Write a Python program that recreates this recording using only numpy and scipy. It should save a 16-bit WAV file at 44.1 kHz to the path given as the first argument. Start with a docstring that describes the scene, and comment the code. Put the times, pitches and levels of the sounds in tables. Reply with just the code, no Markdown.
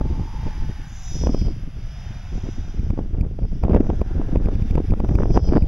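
"""A gust rumbles on the microphone, and through it come the hum, whistle and rush of two stunt kites
looping over an open field. Their lines and edges shed eddies at a rate proportional to the air speed,
so the tones glide as the kites speed up and slow down. Turbulence in the same wind strikes the
microphone: large eddies thump, small ones pop, and the recorder's limiter crackles on the biggest."""
import sys
import numpy as np
from scipy import signal
from scipy.fft import rfft, irfft, next_fast_len
from scipy.io import wavfile
from scipy.ndimage import uniform_filter1d, minimum_filter1d, map_coordinates

SR = 44100
rng = np.random.default_rng(int(sys.argv[2]) if len(sys.argv) > 2 else 0)


def log_audio(samples):
    """Write samples as a 16-bit WAV file to the path given in sys.argv[1]."""
    # one column per channel
    frames = np.atleast_2d(samples).T
    # limit to full scale, then quantise
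    limited = np.clip(frames, -1, 1)
    pcm = np.round(limited * 32767).astype(np.int16)
    wavfile.write(sys.argv[1], SR, pcm)


N = 250047
TIME = np.arange(N) / SR

# Levels in the tables are relative: the functions add their own gains.
# Course of the flight: (time [s], whistle pitch [Hz], sail rush level [dB])
FLIGHT_CURVE = [(0, 7040, -63.5), (.22, 7465, -62.5), (.5, 7280, -60), (.9, 6643, -62.5), (1.24, 5676, -61),
                (1.45, 5090, -63.5), (1.7, 4745, -68), (2.0, 5494, -62), (2.45, 6060, -62),
                (2.85, 5569, -67), (3.05, 5154, -71.5), (3.35, 4900, -74), (3.85, 5890, -67.5),
                (4.25, 6363, -66.5), (4.7, 6436, -62.5), (5.15, 5710, -69), (5.45, 5255, -71),
                (5.67, 4633, -65)]
# The lines sing out as the kites bank: (time [s], peak level [dB], half-length [s])
TURN_SWELLS = [(1.22, -40, .16), (1.41, -44, 0.054), (1.967, -57.5, 0.16), (2.549, -56.5, .22),
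               (2.87, -62, 0.097), (3.524, -62.5, 0.13), (3.868, -59, 0.13), (5.186, -51, 0.087),
               (5.35, -40, 0.031), (5.51, -43, 0.084)]
# Hum of the taut bridles and spars: (time [s], hum level [dB], overtone level [dB])
HUM_LEVELS = [(0, -47.5, -72), (.45, -46.5, -56.5), (.88, -56.5, -55.5), (1.15, -53, -73), (1.65, -63, -65),
              (2.05, -53.5, -65), (2.7, -57, -60), (3.5, -72, -72.5), (4.1, -51, -53), (5.0, -59.5, -64),
              (5.67, -40.5, -62)]
# Steady wind on the microphone: (time [s], rumble level [dB], buffet level [dB])
STEADY_WIND = [(0.0, -31.5, -55), (0.69, -26.5, -41), (0.9, -36, -53), (1.14, -26.5, -64), (1.31, -17, -49),
               (1.44, -20, -31), (1.64, -34, -48.5), (1.89, -32, -53), (2.57, -28.5, -42),
               (2.76, -26, -41.5), (3.02, -25, -38), (3.5, -29, -43.5), (3.81, -17, -23),
               (4.07, -22.5, -36.5), (4.48, -18.5, -27.5), (4.8, -24.5, -37), (5.18, -15.5, -21),
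               (5.67, -12, -27)]
# Gusts swelling out of it: (time [s], half-length [s], rumble level [dB], buffet level [dB])
GUST_SWELLS = [(-0, 0.12, -18.5, -33.5), (0.202, 0.034, -20.5, -31), (0.467, 0.02, -19, -30.5),
               (.61, 0.032, -22, -48), (0.827, .02, -26, -45), (1.286, 0.08, -21, -28.5),
               (1.465, 0.028, -18, -28), (1.634, 0.033, -23.5, -37), (1.856, 0.015, -25.5, -52.5),
               (2.35, 0.033, -25.5, -39), (2.464, 0.019, -28, -29.5), (2.601, 0.0073, -24, -49),
               (2.828, 0.025, -22, -34), (3.149, 0.012, -17, -30.5), (3.238, 0.036, -16.5, -25),
               (3.436, 0.016, -17, -28), (3.523, 0.021, -18.5, -32.5), (3.733, 0.029, -21, -13),
               (4.21, 0.013, -23, -33.5), (4.34, 0.039, -21.5, -23.5), (4.48, 0.019, -26, -36),
               (4.718, 0.019, -29, -23), (4.762, 0.02, -6, -21), (5.23, 0.064, -18, -28),
               (5.536, 0.031, -26, -15)]
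# Large, slow eddies hitting the microphone: (time [s], peak level [dB])
LARGE_EDDIES = [(1.271, -4), (1.294, -2.5), (1.347, -8.5), (1.417, -2), (2.797, -5.5), (2.905, -2),
                (3.212, 0.5), (3.435, -6), (3.638, -1.5), (3.653, -0.5), (3.722, 5), (3.753, 9), (3.781, 0),
                (4.016, -5), (4.355, -7.5), (4.373, 3.5), (4.46, 0), (4.556, -2.5), (4.624, -2), (4.711, 0),
                (4.759, -4), (4.909, 1.5), (4.924, 3.5), (5.003, -4), (5.09, -4.5), (5.156, 5),
                (5.247, -7.5), (5.315, 2.5), (5.378, 1.5), (5.494, 3), (5.589, -4), (5.625, 5)]
# Small, sharp eddies: (time [s], level [dB], pitch [Hz])
SMALL_EDDIES = [(.012, -13.5, 207), (.197, -22, 150), (.467, -21.5, 164), (1.238, -16, 189),
                (1.271, -9, 236), (1.294, -12.5, 220), (1.347, -9.5, 180), (2.463, -40, 135),
                (2.906, -18.5, 258), (2.977, -23, 140), (2.991, -15, 186), (3.39, -25.5, 214),
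                (3.638, -10, 258.4), (3.651, -9.5, 159.3), (3.683, -12.5, 228), (3.697, -15, 172),
                (3.748, 1, 228.5), (3.763, -0.5, 180), (3.799, -23, 222), (3.902, -11, 200),
                (4.017, -11.5, 216), (4.216, -23, 260), (4.286, -25, 169.3), (4.359, -8, 174),
                (4.46, -19, 199), (4.472, -20, 330), (4.487, -11.5, 190), (4.755, -13, 150.8),
                (4.78, -5.5, 167), (4.922, -13.5, 220), (4.938, -11.5, 256), (5.003, -15, 250.7),
                (5.047, -13.5, 235), (5.093, -11, 156), (5.155, -19.5, 170), (5.188, -13, 396),
                (5.206, -15, 226), (5.222, -22, 600), (5.234, -13, 396), (5.257, -12.5, 241),
                (5.375, 2.5, 290.3), (5.535, -12, 372), (5.58, -10.5, 258)]

# Spectra of the kites: (frequency [Hz], spectral level [dB])
WHISTLE_SPECTRUM = [(2950, -23), (3420, -11), (3900, -23), (4800, -9.5), (5550, -2.5), (6200, -9.5),
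                    (7100, -26.5)]   # lines at cruising speed
STREAK_SPECTRUM = [(1000, -5), (1500, -5), (2600, -1.5), (3700, -5), (4800, -11.5)]   # edge tones at cruising speed
RUSH_SPECTRUM = [(200, -16.5), (600, -1), (1100, -6.5), (2000, 7), (3300, 3.5), (4800, 4.5), (5800, 4),
                 (6800, -3), (7800, -20), (10000, -43.5)]   # flow over the sails
SWISH_SPECTRUM = [(400, -3.5), (750, 2.5), (1150, 3), (1550, 6.5), (2200, -6.5), (3200, -10), (5000, -17.5)]   # sail cloth
AIR_SPECTRUM = [(5000, -18), (8300, 6), (9600, 5.5), (11500, 2), (12800, -10), (14300, 0), (16000, -17)]   # thin top of the rush
# Spectra of the wind on the microphone: (frequency [Hz], spectral level [dB])
RUMBLE_SPECTRUM = [(12, 0), (25, 5.5), (45, -4), (80, -5.5), (125, -11), (180, -16.5), (300, -50),
                   (600, -56.5)]   # deep turbulence
BUFFET_SPECTRUM = [(70, -6), (140, -3.5), (220, 2), (330, -5.5), (480, -19), (750, -26.5), (1400, -59.5)]   # flapping turbulence
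TEARING_SPECTRUM = [(200, 0.5), (420, 5), (650, -4), (1100, -16.5), (1500, -22), (2600, -33.5)]   # tiny eddies
FLUTTER_SPECTRUM = [(250, 4), (600, -1), (1100, -9.5), (1500, -21.5), (2600, -27.5)]   # air around a pop
# Dips in the recorder's response: (frequency [Hz], bandwidth [Hz])
RESPONSE_DIPS = [(4200, 850), (7950, 2630), (8750, 1000), (12700, 410)]

CRUISE_HZ, CRUISE_RUSH_DB = 5553, -65.5   # whistle pitch and rush level at cruising speed


def kite_lines(pitch_hz):
    """Aeolian tones: taut lines shed eddies and whistle in close strands, swelling in every turn."""
    level = np.sqrt(swell_power(*np.transpose(TURN_SWELLS))) * from_db(drift(rate_hz=19))
    return level * vortex_shedding(WHISTLE_SPECTRUM, pitch_hz, ripple_db=4.5, spacing_hz=107.2)


def vortex_shedding(spectrum, pitch_hz, ripple_db, spacing_hz):
    """Strouhal's law: each stretch of line or edge has its own pitch, proportional to the air speed."""
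    bins_hz = np.fft.rfftfreq(N, 1 / SR)
    strands = np.interp(bins_hz / spacing_hz, np.arange(1000), rng.uniform(-1, 1, 1000))
    rippled = irfft(rfft(rng.standard_normal(N)) * from_db(ripple_db * strands), N)
    cruising = coloured(rippled, spectrum)
    position = np.cumsum(pitch_hz / CRUISE_HZ) % N   # reading faster raises all pitches together
    return rms_one(map_coordinates(cruising, [position], order=3, mode="wrap"))


def kite_hum(speed_ratio, cruise_hum_hz=699.7, skirt_db=3):
    """Thick parts shed eddies slowly: a breathy hoot and its overtone, higher and purer with speed."""
    hum_db, overtone_db = in_time(HUM_LEVELS)
    pitch_hz = cruise_hum_hz * speed_ratio ** .85
    skirt_gain = from_db(skirt_db) / speed_ratio ** 2.4
    core = aeolian_band(pitch_hz, width_hz=65)
    skirt = skirt_gain * aeolian_band(pitch_hz * 1.06, width_hz=360)
    overtone = aeolian_band(pitch_hz * 1.98, width_hz=440)
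    hoot = (core + skirt) / np.hypot(1, skirt_gain)
    return from_db(hum_db) * hoot + from_db(overtone_db) * overtone


def aeolian_band(pitch_hz, width_hz):
    """Shedding is only nearly periodic, so its tone is a band of noise around a moving pitch, rms 1."""
    lowpass = signal.butter(2, width_hz / 2, fs=SR, output="sos")
    in_phase, quadrature = signal.sosfilt(lowpass, rng.standard_normal((2, N)))
    phase = 2 * np.pi * np.cumsum(pitch_hz) / SR
    return rms_one(in_phase * np.cos(phase) + quadrature * np.sin(phase))


def kite_sails(pitch_hz, rush_db, streak_db=-3, rush_gain_db=9.5, swish_gain_db=5.5):
    """Turbulent flow radiates broadband noise: a rush streaked with gliding tones, and a cloth swish."""
    streaks = vortex_shedding(STREAK_SPECTRUM, pitch_hz, ripple_db=11, spacing_hz=61.35)
    rush = noise(RUSH_SPECTRUM) + from_db(streak_db) * streaks
    swish = noise(SWISH_SPECTRUM)
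    return from_db(rush_db + rush_gain_db) * rush + from_db(rush_db + swish_gain_db) * swish


def high_air(rush_db, lap_s=4.15, nearest_s=1, air_db=-70.5, air_side_db=-3, rush_side_db=-11):
    """Spherical spreading: the top of the rush falls as 1/distance; a diffuse part gives it width."""
    distance_ratio = 1 - .33 * np.cos(2 * np.pi * (TIME - nearest_s) / lap_s)
    air_gain = from_db(air_db + .16 * (rush_db - CRUISE_RUSH_DB)) / distance_ratio
    diffuse = air_gain * from_db(air_side_db) * noise(AIR_SPECTRUM)
    diffuse += from_db(rush_db + rush_side_db) * noise(RUSH_SPECTRUM)
    return air_gain * noise(AIR_SPECTRUM) + diffuse * [[1], [-1]]


def wind(lumpy_db=7.5, swirl_db=4.5, surge_db=2):
    """Turbulent pressure on the microphone: a deep rumble under buffeting that comes in separate flaps."""
    rumble_db, buffet_db = wind_levels()
    swirl = drift(rate_hz=18.7)
    rumble = from_db(rumble_db + surge_db * swirl) * evened(noise(RUMBLE_SPECTRUM), span_s=.051)
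    flaps = from_db(lumpy_db * drift(rate_hz=51)) * noise(BUFFET_SPECTRUM)
    buffet = from_db(buffet_db) * evened(flaps, span_s=.08)
    return rumble + from_db(swirl_db * swirl) * (buffet + tearing(buffet_db))


def wind_levels(thump_stir_db=-25.5, pop_stir_db=-18.5, stir_lag_s=.01):
    """Incoherent powers add: steady wind, gusts and air stirred by each eddy; rumble and buffet in dB."""
    rumble_db, buffet_db = in_time(STEADY_WIND)
    gust_s, half_s, gust_rumble_db, gust_buffet_db = np.transpose(GUST_SWELLS)
    thump_s, thump_db = np.transpose(LARGE_EDDIES)
    pop_s, pop_db, _ = np.transpose(SMALL_EDDIES)
    rumble = from_db(rumble_db + 1) ** 2 + swell_power(gust_s, gust_rumble_db, half_s)
    buffet = from_db(buffet_db - 1) ** 2 + swell_power(gust_s, gust_buffet_db, half_s)
    rumble += swell_power(thump_s, thump_db + thump_stir_db, half_lengths_s=.04)
    buffet += swell_power(pop_s + stir_lag_s, pop_db + pop_stir_db, half_lengths_s=.015)
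    return 10 * np.log10(rumble), 10 * np.log10(buffet)


def thumps(pressure, gain_db=-2, width_s=.00226, rebound_db=-6, rebound_s=.00721):
    """A large eddy displaces the gust's pressure with one rounded pulse, then a weaker rebound."""
    out = pressure.copy()
    for time_s, peak_db in LARGE_EDDIES:
        near = np.abs(TIME - time_s) < 10 * width_s
        t = TIME[near] - time_s
        lump, rebound = (1 + (np.array([t, t - rebound_s]) / width_s) ** 2) ** -2
        gust = out[near]
        crest = np.sign(gust @ lump) * from_db(peak_db + gain_db)
        out[near] += (crest - gust) * lump - (crest * from_db(rebound_db) + gust) * rebound
    return out


def pops(pressure, swing_db=5, flutter_db=-10, flutter_s=.0032):
    """A small eddy passes as one sharp bipolar swing of pressure inside a brief flutter."""
    out = np.zeros(N)
    turbulence = evened(noise(FLUTTER_SPECTRUM), span_s=.0076)
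    for time_s, level_db, pitch_hz in SMALL_EDDIES:
        near = np.abs(TIME - time_s) < .03
        t = TIME[near] - time_s
        phase = 2 * np.pi * pitch_hz * t
        swing = 2 * phase / (1 + phase ** 2) ** 2
        swing *= np.sign(pressure[near] @ swing) * from_db(swing_db)   # polarity follows the gust
        flutter = from_db(flutter_db) * turbulence[near] * np.exp(-np.abs(t) / flutter_s)
        out[near] += from_db(level_db) * (swing + flutter)
    return out


def tearing(buffet_db, per_s=400, size_db=5, gain_db=-12, strong_db=-32, steepness=.54):
    """Shot noise: tiny eddies tear off at random, their level growing faster than the buffeting."""
    sizes = from_db(size_db * np.minimum(rng.exponential(1, N), 2.5))
    signs = rng.choice([-1, 1], N)
    onsets = rng.random(N) < per_s / SR
    grains = coloured(sizes * signs * onsets, TEARING_SPECTRUM)
    return from_db(buffet_db + gain_db + steepness * (buffet_db - strong_db)) * grains


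def from_db(db):
    """Amplitude grows tenfold for every 20 dB."""
    return 10 ** (np.asarray(db) / 20)


def rms_one(x):
    """Normalisation to unit mean power."""
    return x / np.sqrt(np.mean(x ** 2) + 1e-20)


def in_time(rows):
    """Linear interpolation of each column of a curve at every sample."""
    times_s, *columns = np.transpose(rows)
    return [np.interp(TIME, times_s, column) for column in columns]


def drift(rate_hz, stride=40, settle=2000):
    """Low-passed noise wanders slowly, with a spread of 1."""
    pole = np.exp(-2 * np.pi * rate_hz * stride / SR)
    white = rng.standard_normal(N // stride + settle + 2)
    slow = signal.lfilter([1], [1, -2 * pole, pole * pole], white)[settle:]
    return np.interp(np.arange(N) / stride, np.arange(len(slow)), rms_one(slow))


def coloured(x, spectrum):
    """Filtering by multiplication of spectra: a flat signal takes on the given shape, rms 1."""
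    padded = next_fast_len(N)
    hz, level_db = np.transpose(spectrum)
    bins_hz = np.maximum(np.fft.rfftfreq(padded, 1 / SR), 1)
    gain = from_db(np.interp(np.log(bins_hz), np.log(hz), level_db))
    gain *= np.minimum(bins_hz / hz[0], 1) ** 2 * np.minimum(hz[-1] / bins_hz, 1) ** 2   # ends roll off
    return rms_one(irfft(rfft(x, padded) * gain, padded)[:N])


def noise(spectrum):
    """Gaussian noise filtered to this spectrum, rms 1."""
    return coloured(rng.standard_normal(N), spectrum)


def evened(x, span_s):
    """Division by the running rms holds the short-term level near 1."""
    return x / np.sqrt(uniform_filter1d(x ** 2, int(span_s * SR)) + .00078)


def swell_power(times_s, levels_db, half_lengths_s):
    """Incoherent sum of Gaussian swells, each falling to 1/e in power a half-length from its peak."""
    power = np.full(N, 1e-14)
    for time_s, db, half_s in np.broadcast(times_s, levels_db, half_lengths_s):
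        near = slice(*np.searchsorted(TIME, [time_s - 4 * half_s, time_s + 4 * half_s]))
        power[near] += from_db(db) ** 2 * np.exp(-((TIME[near] - time_s) / half_s) ** 2)
    return power


def scene():
    """Superposition: kites and wind are alike in both channels; only the diffuse rush differs."""
    pitch_hz, rush_db = in_time(FLIGHT_CURVE)
    kites = kite_lines(pitch_hz) + kite_hum(pitch_hz / CRUISE_HZ) + kite_sails(pitch_hz, rush_db)
    pressure = thumps(wind())
    return kites + high_air(rush_db) + pressure + pops(pressure)


def limiter(x, threshold_db=-13, slope=.47, attack_s=.0013, release_db_per_s=170, hold_steps=49):
    """Stepped gain modulates the signal: each quick turn-down crackles, holds, then recovers."""
    step = (TIME * 2400).astype(int)   # 2400 gain steps a second
    starts = np.flatnonzero(np.diff(step, prepend=-1))
    peak_db = 20 * np.log10(np.maximum.reduceat(np.abs(x).max(axis=0), starts) + 1e-9)
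    held_db = -minimum_filter1d(-peak_db, size=hold_steps, origin=hold_steps // 2)
    excess_db = np.maximum(held_db - threshold_db, 0)
    recovery_db = release_db_per_s * TIME[starts]
    cut_db = np.maximum.accumulate(slope * excess_db + recovery_db) - recovery_db
    pole = np.exp(-TIME[starts[1]] / attack_s)
    return x * from_db(-signal.lfilter([1 - pole], [1, -pole], cut_db))[step]


def centre_bass(x, below_hz=190):
    """Mid-side filtering: a high-pass on the difference makes the deep bass the same on both sides."""
    mid, side = (x[0] + x[1]) / 2, (x[0] - x[1]) / 2
    side = signal.sosfiltfilt(signal.butter(1, below_hz, "high", fs=SR, output="sos"), side)
    return np.array([mid + side, mid - side])


def record(dry, allpass=.029, cutoff_hz=15800):
    """Final shaping in series: limiter, notches, left-channel lag, bass centred, clipping, low-pass."""
    x = limiter(dry)
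    for hz, width_hz in RESPONSE_DIPS:
        x = signal.lfilter(*signal.iirnotch(hz, hz / width_hz, fs=SR), x)
    late_left = signal.lfilter([allpass, 1], [1, allpass], x[0])   # just under one sample
    x = centre_bass(np.array([late_left, x[1]]))
    lowpass = signal.ellip(10, .1, 80, cutoff_hz, fs=SR, output="sos")
    return signal.sosfilt(lowpass, np.clip(x, -1, 1))


dry = scene()
out = record(dry)
log_audio(out)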